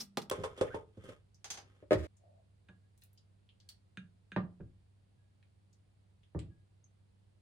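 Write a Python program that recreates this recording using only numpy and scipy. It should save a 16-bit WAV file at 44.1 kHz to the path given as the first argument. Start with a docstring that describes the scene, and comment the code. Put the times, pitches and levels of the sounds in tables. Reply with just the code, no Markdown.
"""Stirring and pouring in a kitchen

A metal spoon scrapes and clacks through a dry mix in a glass dish. A drink carton is twisted open,
its thread sticking and slipping; the plastic cap is put down and the carton is shifted with a thud.
It pours almost silently, with small wet ticks, and now and then bumps the rim of the dish.
Each knock is a burst of tiny slips ringing an object's modes in a small room. A fridge hums."""
import sys
import numpy as np
from scipy import signal
from scipy.fft import rfft, irfft
from scipy.io import wavfile
from scipy.ndimage import uniform_filter1d

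SR = 44100
rng = np.random.default_rng(int(sys.argv[2]) if len(sys.argv) > 2 else 0)


def master(y):
    """Save y as 16-bit WAV."""
    cut = np.clip(np.atleast_2d(y).T, -1, 1)
    pcm = np.round(cut * 32767)  # scale
    wavfile.write(sys.argv[1], SR, pcm.astype(np.int16))


N = 326781
TIME = np.arange(N) / SR
SIZE, ATTACK = 32768, int(.03 * SR)   # samples in one event and in its attack
AGE = np.arange(SIZE) / SR
HZ = np.maximum(np.fft.rfftfreq(SIZE, 1 / SR), 1)
STIR_END_S, HANDLING_END_S = .303, 2.069   # each layer cuts off here, ring and all

# Stereo width of the sustained noises: freq_hz, side_over_mid_db
NOISE_WIDTH = [(60, -12.5), (200, -1), (600, 2), (1500, 1), (12000, -3.5)]


def from_db(db):
    """Decibels to gain."""
    return 10 ** (np.asarray(db) / 20)


def unit_rms(x):
    """Scale to unit rms."""
    return x / np.sqrt(np.mean(x ** 2) + 1e-30)


def unit_attack(sound):
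    """Scale a stereo event so that its attack has unit rms."""
    return sound / np.sqrt(np.mean(sound[:, :ATTACK] ** 2))


def at_hz(points, hz):
    """Read a curve on a log-frequency axis."""
    points = np.array(points)
    return np.interp(np.log(hz), np.log(points[:, 0]), points[:, 1])


def causal(db):
    """Minimum-phase response with this gain curve: nothing sounds early."""
    cepstrum = irfft(np.log(from_db(db)))
    cepstrum[1:SIZE // 2] *= 2
    cepstrum[SIZE // 2 + 1:] = 0
    return np.exp(rfft(cepstrum))


def add(out, start_s, sound):
    """Mix an event in at its start time."""
    start = max(0, round(start_s * SR))
    out[:, start:start + SIZE] += sound[:, :N - start]


def until(end_s):
    """A gate that snaps shut."""
    return np.clip((end_s - TIME) / 0.00023, 0, 1)


def strokes(table, rise_db_per_s, fall_db_per_s):
    """Envelope of strokes that swell, hold and fade."""
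    return sum(from_db(db - rise_db_per_s * np.maximum(start - TIME, 0)
                       - fall_db_per_s * np.maximum(TIME - end, 0)) for start, end, db in table)


def stereo_noise(width_curve, size):
    """Stereo spectrum of white noise, narrow in the bass, and its frequency axis."""
    hz = np.maximum(np.fft.rfftfreq(size, 1 / SR), 1)
    mid, side = rfft(rng.standard_normal((2, size)))
    width = from_db(at_hz(width_curve, hz))
    return (mid + width * side * [[1], [-1]]) / np.sqrt(1 + width ** 2), hz


def resonant_noise(pitch_hz, width_hz):
    """Steady noise through one resonance."""
    noise, hz = stereo_noise(NOISE_WIDTH, N)
    return unit_rms(irfft(noise / (1 + ((hz - pitch_hz) / width_hz) ** 2), N))


def kitchen(room_db, near_db, lag_ms=0):
    """Room response: direct sound (left later by lag_ms), near reflections and a darkening tail."""
    # Stereo width of the reflections: freq_hz, side_over_mid_db
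    width = [(60, -18), (130, -14.5), (280, -8.5), (600, -4), (1300, 0), (12000, 0)]
    # Decay of the tail: freq_hz, t60_s
    decay = [(100, 0.47), (300, 0.34), (800, 0.28), (2000, 0.22), (5000, 0.2), (14000, 0.13)]
    near_t60_s = 0.081
    noise, hz = stereo_noise(width, SIZE)
    octave_hz = 2 ** np.round(np.log2(np.maximum(hz, 64)))
    tail = sum(irfft(noise * (octave_hz == centre)) * from_db(-60 * AGE / at_hz(decay, centre))
               for centre in np.unique(octave_hz))
    tail *= 1 - np.exp(-AGE / 0.002)
    near = irfft(stereo_noise(width, SIZE)[0]) * from_db(-60 * AGE / near_t60_s)
    echoes = from_db(room_db) * unit_rms(tail) + from_db(near_db) * unit_rms(near)
    delay = np.maximum(np.round(np.array([[lag_ms], [-lag_ms]]) * SR / 1000), 0)
    return np.exp(-2j * np.pi * hz * delay / SR) + rfft(echoes) / np.sqrt(SIZE)


def body_db(colour, modes):
    """Gain curve of an object: a broad colour with its modes standing out."""
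    peaks = sum(from_db(db) / (1 + 1j * (HZ ** 2 - pitch ** 2) / HZ * np.pi * t60 / np.log(1000))
                for pitch, db, t60 in modes)
    return 20 * np.log10(np.abs(1 + peaks)) + at_hz(colour, HZ)


def contact(contact_s, grit_db, snap):
    """Force spectrum of a touch: a snap, then uneven micro-slips; long touches are mostly slips."""
    slips = rng.standard_normal(SIZE) * from_db(grit_db * rng.standard_normal(SIZE))
    pressure = np.exp(-AGE / contact_s) * (1 - np.exp(-AGE / (0.94 * contact_s)))
    force = unit_rms(slips * pressure) / np.sqrt(SIZE)
    force[0] += snap * np.exp(-contact_s / 0.013)
    return rfft(force)


def evened(spectrum, span_hz=130):
    """Many paths and slips average out: the broad colour is flat, the fine ripple stays random."""
    power = uniform_filter1d(np.abs(spectrum) ** 2, int(span_hz * SIZE / SR))
    return np.array([side * causal(-10 * np.log10(p + 1e-20)) for side, p in zip(spectrum, power)])


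def voiced(slips, ring):
    """Ring a body with slips, giving the attack the tonal balance of one clean blow."""
    edges_hz = np.array([40, 140, 330, 1000, 3500, 16000])
    centres_hz = np.sqrt(edges_hz[1:] * edges_hz[:-1])
    bands = [np.tile(signal.butter(2, edges, "band", fs=SR, output="sos"), (2, 1))
             for edges in zip(edges_hz, edges_hz[1:])]

    def attack_db(spectrum):
        attack = irfft(spectrum)[:ATTACK]
        return 10 * np.log10([np.mean(signal.sosfilt(band, attack) ** 2) + 1e-30 for band in bands])

    hit, clean_db = slips * ring, attack_db(ring)
    for _ in range(2):
        hit = hit * causal(np.interp(np.log(HZ), np.log(centres_hz), clean_db - attack_db(hit)))
    return hit


def blows(hits, colour, modes, gain_db, pan_db, grit_db, snap, bass_hz, bass_lag, **space):
    """Contacts ring one body in the kitchen; bass_lag makes its low bending waves arrive late."""
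    out, room = np.zeros((2, N)), kitchen(**space)
    tilt_above_hz, lag_corner_hz, wall_t60_s = 360, 120, 0.029
    bass_shelf = 1 / (1 + (HZ / bass_hz) ** 4)
    treble_octaves = np.log2(np.maximum(HZ / tilt_above_hz, 1))
    dispersion = np.exp(-2j * np.pi * bass_lag * np.log(1 + HZ / lag_corner_hz))
    for start_s, contact_s, force_db, bass_db, tilt, *wall in hits:
        wall_mode = [(*wall, wall_t60_s)] if wall else []
        drive_db = force_db + bass_db * bass_shelf + tilt * treble_octaves
        ring = causal(body_db(colour, modes + wall_mode) + drive_db)
        slips = evened(contact(contact_s, grit_db, snap) * room)
        hit = np.array([voiced(side, ring) for side in slips])
        add(out, start_s, irfft(hit * dispersion))
    return from_db(gain_db) * out * from_db([[pan_db / 2], [-pan_db / 2]])


def air_and_fridge(air_db, hum_hz):
    """Soft room air and the fridge hum; while the spoon stirs, only the hum's upper octave sounds."""
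    # Colour of the air: freq_hz, gain_db
    colour = [(25, -30.5), (50, -12.5), (80, -6.5), (160, -14), (220, -22.5), (360, -24.5), (480, -27),
              (750, -30.5), (1200, -36.5), (4500, -41), (5800, -48), (10000, -45), (11700, -65.5),
              (16000, -71.5)]
    noise, hz = stereo_noise(NOISE_WIDTH, N)
    air = from_db(air_db) * unit_rms(irfft(noise * from_db(at_hz(colour, hz)), N))
    stirring, phase = TIME < STIR_END_S, 2 * np.pi * hum_hz * TIME
    hum = from_db(-65.5) * np.sin(phase) * ~stirring
    overtone = from_db(np.where(stirring, -61.5, -80.5)) * np.sin(2 * phase)
    return (air + hum + overtone) * from_db([[-.7], [.7]])


def squeaks(gain_db, jitter):
    """Slips lock into a rough whistle that rises with the speed of the stroke."""
    # Spoon on glass, then the cap thread: start_s, length_s, from_hz, to_hz, relative_db
    glides = [(0, 0.015, 4530, 6220, -46), (0.212, 0.018, 3600, 6070, -65),
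              (0.673, 0.0152, 1530, 2120, -59.5), (0.694, 0.067, 1290, 1910, -59.5)]
    out, room = np.zeros((2, N)), kitchen(room_db=-12.5, near_db=5)
    for start_s, length_s, from_hz, to_hz, db in glides:
        progress = np.minimum(AGE / length_s, 1)
        wobble = unit_rms(uniform_filter1d(rng.standard_normal(SIZE), size=20))
        pitch_hz = (from_hz + (to_hz - from_hz) * progress) * (1 + jitter * wobble)
        whistle = np.sin(2 * np.pi * np.cumsum(pitch_hz) / SR) * np.sin(np.pi * progress)
        add(out, start_s, from_db(db) * irfft(rfft(whistle) * room))
    return from_db(gain_db) * out


def spoon_stir():
    """The spoon scrapes through the dry mix and clacks against the glass."""
    # Spoon contacts: start_s, contact_s, force_db, bass_db, tilt_db_per_octave
    hits = [(.001, 0.01, -27.5, 19, 5), (.172, 0.0018, 3.5, 0, -1.13), (.217, 0.0032, -23, 10.5, 1.5)]
    # Colour of the spoon in the dish: freq_hz, gain_db
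    colour = [(50, -26), (200, 3), (800, 3), (2000, -4.5), (5000, -7), (10000, -13), (15000, -27)]
    # Their modes: pitch_hz, boost_db, t60_s
    modes = [(181, 8.5, 0.063), (412, 6.5, 0.091), (800, 4, 0.069), (1190, 2, 0.058), (3500, 2.5, 0.015),
             (4140, 4.5, 0.011), (5500, 3.5, 0.03), (8800, -9.5, 0.0074), (14000, 7.5, 0.003)]
    return blows(hits, colour, modes, gain_db=-0.5, pan_db=-1, grit_db=6, snap=0.44,
                 bass_hz=339, bass_lag=0.92, room_db=-9, near_db=0.5, lag_ms=.02)


def spoon_tink(start_s, level_db):
    """The spoon tips against the glass: a short skid sets its bending modes ringing."""
    # Colour of the steel: freq_hz, gain_db
    colour = [(200, -25), (700, 0), (2000, -3), (8000, -8), (16000, -12)]
    # Bending modes: pitch_hz, boost_db, t60_s
    modes = [(3330, 25, .06), (5550, 20, .03), (7900, 13, .03), (10150, 19, .02), (13100, 17, .02)]
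    out = np.zeros((2, N))
    skid = contact(contact_s=.0015, grit_db=2, snap=.4) * kitchen(room_db=-9, near_db=0)
    tink = irfft(evened(skid, span_hz=500) * causal(body_db(colour, modes)))
    add(out, start_s, from_db(level_db) * unit_attack(tink))
    return out


def carton_twist(slips_per_s, rub_gain_db):
    """The gripped carton knocks hollowly; stick-slip of the screw cap and fingers shakes its walls."""
    # Knocks, each with a wall resonance that moves with the grip:
    # start_s, contact_s, force_db, bass_db, tilt_db_per_octave, wall_hz, wall_db
    hits = [(.312, 0.002, 9.5, -6.5, 3, 1062, 7.5), (.375, 0.019, -7.5, 15.5, 1.5, 570, -3),
            (.436, 0.0051, 9, -19.5, 2, 1006, 10), (.575, 0.005, -10, -4, 4, 3330, 19),
            (.611, 0.00097, 14, -0.5, 1.3, 535, 4), (.743, 0.0037, 4.5, 1, 0, 897, 16.5),
            (.971, 0.0047, -20, 24, 2, 540, -1), (1.037, 0.005, -23, 20.5, 5.5, 560, 2.5),
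            (1.086, 0.0058, -13, 12.5, 3.3, 564, 9)]
    # Colour of the knocks: freq_hz, gain_db
    knock_colour = [(40, -19.5), (90, -0.5), (220, -6.5), (450, 1), (850, -15), (1500, -18.5), (4000, -34),
                    (9000, -37), (15000, -64)]
    # Carton modes: pitch_hz, boost_db, t60_s
    modes = [(420, 4, .05), (515, 5, .06), (590, 4, .12), (830, 3, .1), (1060, 3, .07), (1240, 6, .06),
             (3180, 6, .03), (3430, 10, .03)]
    # Rubs of thread and fingers: hold_start_s, hold_end_s, relative_db
    rubs = [(.31, .44, -49), (.52, .6, -64.5), (.62, .77, -53.5), (1.08, 1.13, -54.5), (1.68, 1.8, -68.5)]
    # Colour of the rubbing: freq_hz, gain_db
    rub_colour = [(40, -5), (90, -4), (250, -4.5), (450, -6), (900, -18), (1500, -10.5), (2600, -14),
                  (3300, -20.5), (4200, -27), (9000, -27.5), (15000, -46.5)]
    knocks = blows(hits, knock_colour, modes, gain_db=0.76, pan_db=-1.5, grit_db=5.5, snap=0.37,
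                   bass_hz=326, bass_lag=0.656, room_db=-4, near_db=3.5, lag_ms=0.21)
    slips = (rng.random(N) < slips_per_s / SR) * rng.standard_normal(N)
    room = evened(kitchen(room_db=-5, near_db=1, lag_ms=.18))
    ring = irfft(causal(body_db(rub_colour, modes)) * room)
    friction = unit_rms(signal.fftconvolve(slips[None], ring)[:, :N])
    envelope = strokes(rubs, rise_db_per_s=158, fall_db_per_s=266) * (1 - until(STIR_END_S))
    return knocks + from_db(rub_gain_db) * friction * envelope


def ticks(gain_db, room_db, near_db):
    """The handled carton and the bubbles of the pour tick: tiny bursts, each around its own pitch."""
    # Ticks: start_s, pitch_hz, width_octaves, relative_db, reverb_send_db
    bursts = [(1.345, 5900, 1.7, -73, 1.5), (2.168, 7120, 1.1, -77.5, 5), (2.977, 7100, 4.3, -77.5, -2.5),
              (3.014, 9800, 1.8, -81, -3), (3.019, 3330, 3.4, -70, 12), (3.036, 12100, 2.1, -68, -4),
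              (3.131, 11600, 2.5, -78, -3), (3.175, 4540, 1.6, -70.5, 5), (3.49, 3100, 1.05, -70, -0.5),
              (3.601, 4200, 1.7, -71.5, 0), (3.689, 4700, 3.9, -59.5, 4), (3.69, 4600, 0.48, -59, -3.5),
              (5.427, 2260, 2, -77, -4.5), (5.729, 5780, 1.8, -77.5, -2), (6.233, 2980, 1.8, -77, -2),
              (6.391, 2380, 2.1, -61.5, -0.5), (6.391, 7960, 0.61, -65, -7),
              (6.841, 6200, 0.26, -71.5, -7.5)]
    t60_s, steepness_db = 0.0027, 45.5
    out = np.zeros((2, N))
    for start_s, pitch_hz, octaves, db, send_db in bursts:
        ring = causal(-steepness_db * np.log10(1 + (2 * np.log2(HZ / pitch_hz) / octaves) ** 2))
        force = contact(t60_s / np.log(1000), grit_db=28, snap=0.34)
        tick = irfft(force * ring * kitchen(room_db + send_db, near_db + send_db))
        add(out, start_s, from_db(db) * unit_attack(tick))
    return from_db(gain_db) * out


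def cap_clatter():
    """The plastic cap is put down with a few light, bright clicks."""
    # Cap contacts: start_s, contact_s, force_db, bass_db, tilt_db_per_octave
    hits = [(1.444, 0.0012, -10, -8, -1.63), (1.503, .0025, -13.5, 7.5, 1.24),
            (1.543, .002, -14, -6, -2.05), (1.574, .002, -7, -7, -3.5)]
    # Colour of the plastic: freq_hz, gain_db
    colour = [(50, -23), (300, -7), (800, -2.5), (3000, -0.5), (6200, 0), (9000, -6), (15000, -22.5)]
    # Cap modes: pitch_hz, boost_db, t60_s
    modes = [(800, 5.8, 0.082), (3330, 2, 0.059), (5010, 8.3, 0.05), (6170, 10.4, 0.022),
             (6470, 10.2, 0.03)]
    return blows(hits, colour, modes, gain_db=1, pan_db=-1, grit_db=9.5, snap=0.56,
                 bass_hz=320.1, bass_lag=0, room_db=3.5, near_db=2.5, lag_ms=-.12)


def counter_thud():
    """The shifted carton lands on the counter in a quick cluster of contacts."""
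    # Landing: start_s, contact_s, force_db, bass_db, tilt_db_per_octave
    hits = [(1.825, 0.002, -12.5, -4, -3.5), (1.908, 0.0025, 18, -16, -1.5), (1.918, 0.002, 17, -20.5, -1),
            (1.931, 0.0003, 10, -1, 2), (1.949, 0.003, 2.5, 12, -1), (1.976, 0.018, -10.5, 12, 3.5),
            (2.028, 0.014, -10.5, 2, 3.34)]
    # Colour of the counter: freq_hz, gain_db
    colour = [(40, -24.5), (80, -5), (170, -4), (310, -2.5), (580, 1), (800, -15.5), (1300, -14),
              (2200, -17.5), (4000, -27.5), (9000, -40), (15000, -55)]
    # Counter modes: pitch_hz, boost_db, t60_s
    modes = [(70, 13.5, 0.14), (332, 8.5, 0.088), (372.7, 7, 0.11), (423.2, -2.5, 0.16), (540, 0, 0.12),
             (587.4, 12, .18), (1273, 2.5, .08), (1817, 0, 0.015)]
    return blows(hits, colour, modes, gain_db=1, pan_db=0.4, grit_db=4, snap=0.85,
                 bass_hz=212, bass_lag=0.8, room_db=-6, near_db=3.5, lag_ms=-.12)


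def gush(gain_db):
    """Swirling liquid excites the air in the spout."""
    # First gurgle of the pour: hold_start_s, hold_end_s, relative_db
    gurgle = [(2.24, 2.4, -68.5)]
    swirl = resonant_noise(pitch_hz=633.4, width_hz=80)
    return from_db(gain_db) * swirl * strokes(gurgle, rise_db_per_s=293, fall_db_per_s=259)


def rim_bumps():
    """The pouring carton bumps the rim of the dish and the glass rings."""
    # Bumps: start_s, contact_s, force_db, bass_db, tilt_db_per_octave
    hits = [(2.686, 0.0032, -27.5, 6.5, 0.54), (3.972, 0.0011, -15, 8, 1.24),
            (4.318, 0.002, -11, -4.5, -0.9), (4.362, 0.00094, 9, -1.5, -7.5),
            (4.605, 0.0014, -4, -13, -12.5)]
    # Colour of the dish: freq_hz, gain_db
    colour = [(50, -13), (160, 8), (350, -2.5), (950, -19), (1450, -10), (2700, -7), (3800, -12),
              (5500, -32.5), (9000, -32), (14000, -65.5)]
    # Glass modes: pitch_hz, boost_db, t60_s
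    modes = [(182.5, 13, 0.19), (1413, 11, 0.033), (1530, 17.15, 0.042), (1630, 23, 0.084),
             (2426, 5, 0.018), (2807, 9, 0.16), (3650, 13, 0.076), (6430, 26, 0.11), (8200, 13, .012)]
    return blows(hits, colour, modes, gain_db=1, pan_db=-2, grit_db=3, snap=.6,
                 bass_hz=300, bass_lag=1.6, room_db=-7, near_db=-4, lag_ms=.03)


def pour_thumps():
    """Dull knocks during the pour ring low modes, some of them under the rim bumps."""
    # Thumps: start_s, contact_s, force_db, bass_db, tilt_db_per_octave
    hits = [(2.69, 0.0068, -16.5, -10, -3.5), (4.362, 0.0025, 10.5, -7, 1), (4.599, 0.0028, -3.5, 3.5, -12),
            (6.347, 0.0042, 6, 6.5, -6.5), (6.435, 0.022, -34.5, 28, 0)]
    # Their dark colour: freq_hz, gain_db
    colour = [(40, -16), (115, -0.5), (200, -4), (350, 1), (550, -1.5), (750, -5), (950, -2), (1900, -21),
              (4000, -29), (8000, -64), (15000, -74.5)]
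    # Their modes: pitch_hz, boost_db, t60_s
    modes = [(104, 10, 0.072), (156, 1.1, .15), (188.6, 6, 0.28), (331.7, 2.2, 0.0864), (560, 4, 0.14),
             (605, 3.5, 0.25), (1193, 5.7, 0.08), (1845, 12, 0.01595)]
    return blows(hits, colour, modes, gain_db=-3, pan_db=-1.3, grit_db=4, snap=1.4,
                 bass_hz=328, bass_lag=1.68, room_db=-2.5, near_db=0.5, lag_ms=0.12)


def singing_rim(gain_db):
    """Light friction from the sliding spout keeps one mode of the glass sounding."""
    # Slides on the rim: hold_start_s, hold_end_s, relative_db
    slides = [(2.69, 2.72, -74), (2.84, 2.87, -94), (3.63, 3.7, -90), (5.17, 5.32, -96), (6.505, 6.53, -87),
              (6.57, 6.61, -95)]
    note = resonant_noise(pitch_hz=1651, width_hz=14)
    return from_db(gain_db) * note * strokes(slides, rise_db_per_s=1500, fall_db_per_s=360)


def scene():
    """Stir, open the carton, shift it and pour, over the room tone."""
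    bed = air_and_fridge(air_db=-70.5, hum_hz=98.6)
    stirring = spoon_stir() + spoon_tink(start_s=.298, level_db=-43)
    handling = squeaks(gain_db=4, jitter=0.12) + carton_twist(slips_per_s=490, rub_gain_db=-2.5)
    handling += cap_clatter() + counter_thud()
    pour = ticks(gain_db=1, room_db=4, near_db=4.5) + gush(gain_db=-1)
    pour += rim_bumps() + pour_thumps() + singing_rim(gain_db=5)
    return bed + stirring * until(STIR_END_S) + handling * until(HANDLING_END_S) + pour


def record(dry):
    """A steep low-pass takes off the very top."""
    stop_hz = 17200
    return signal.sosfilt(signal.cheby2(14, 70, stop_hz, fs=SR, output="sos"), dry)


dry = scene()
out = record(dry)
master(out)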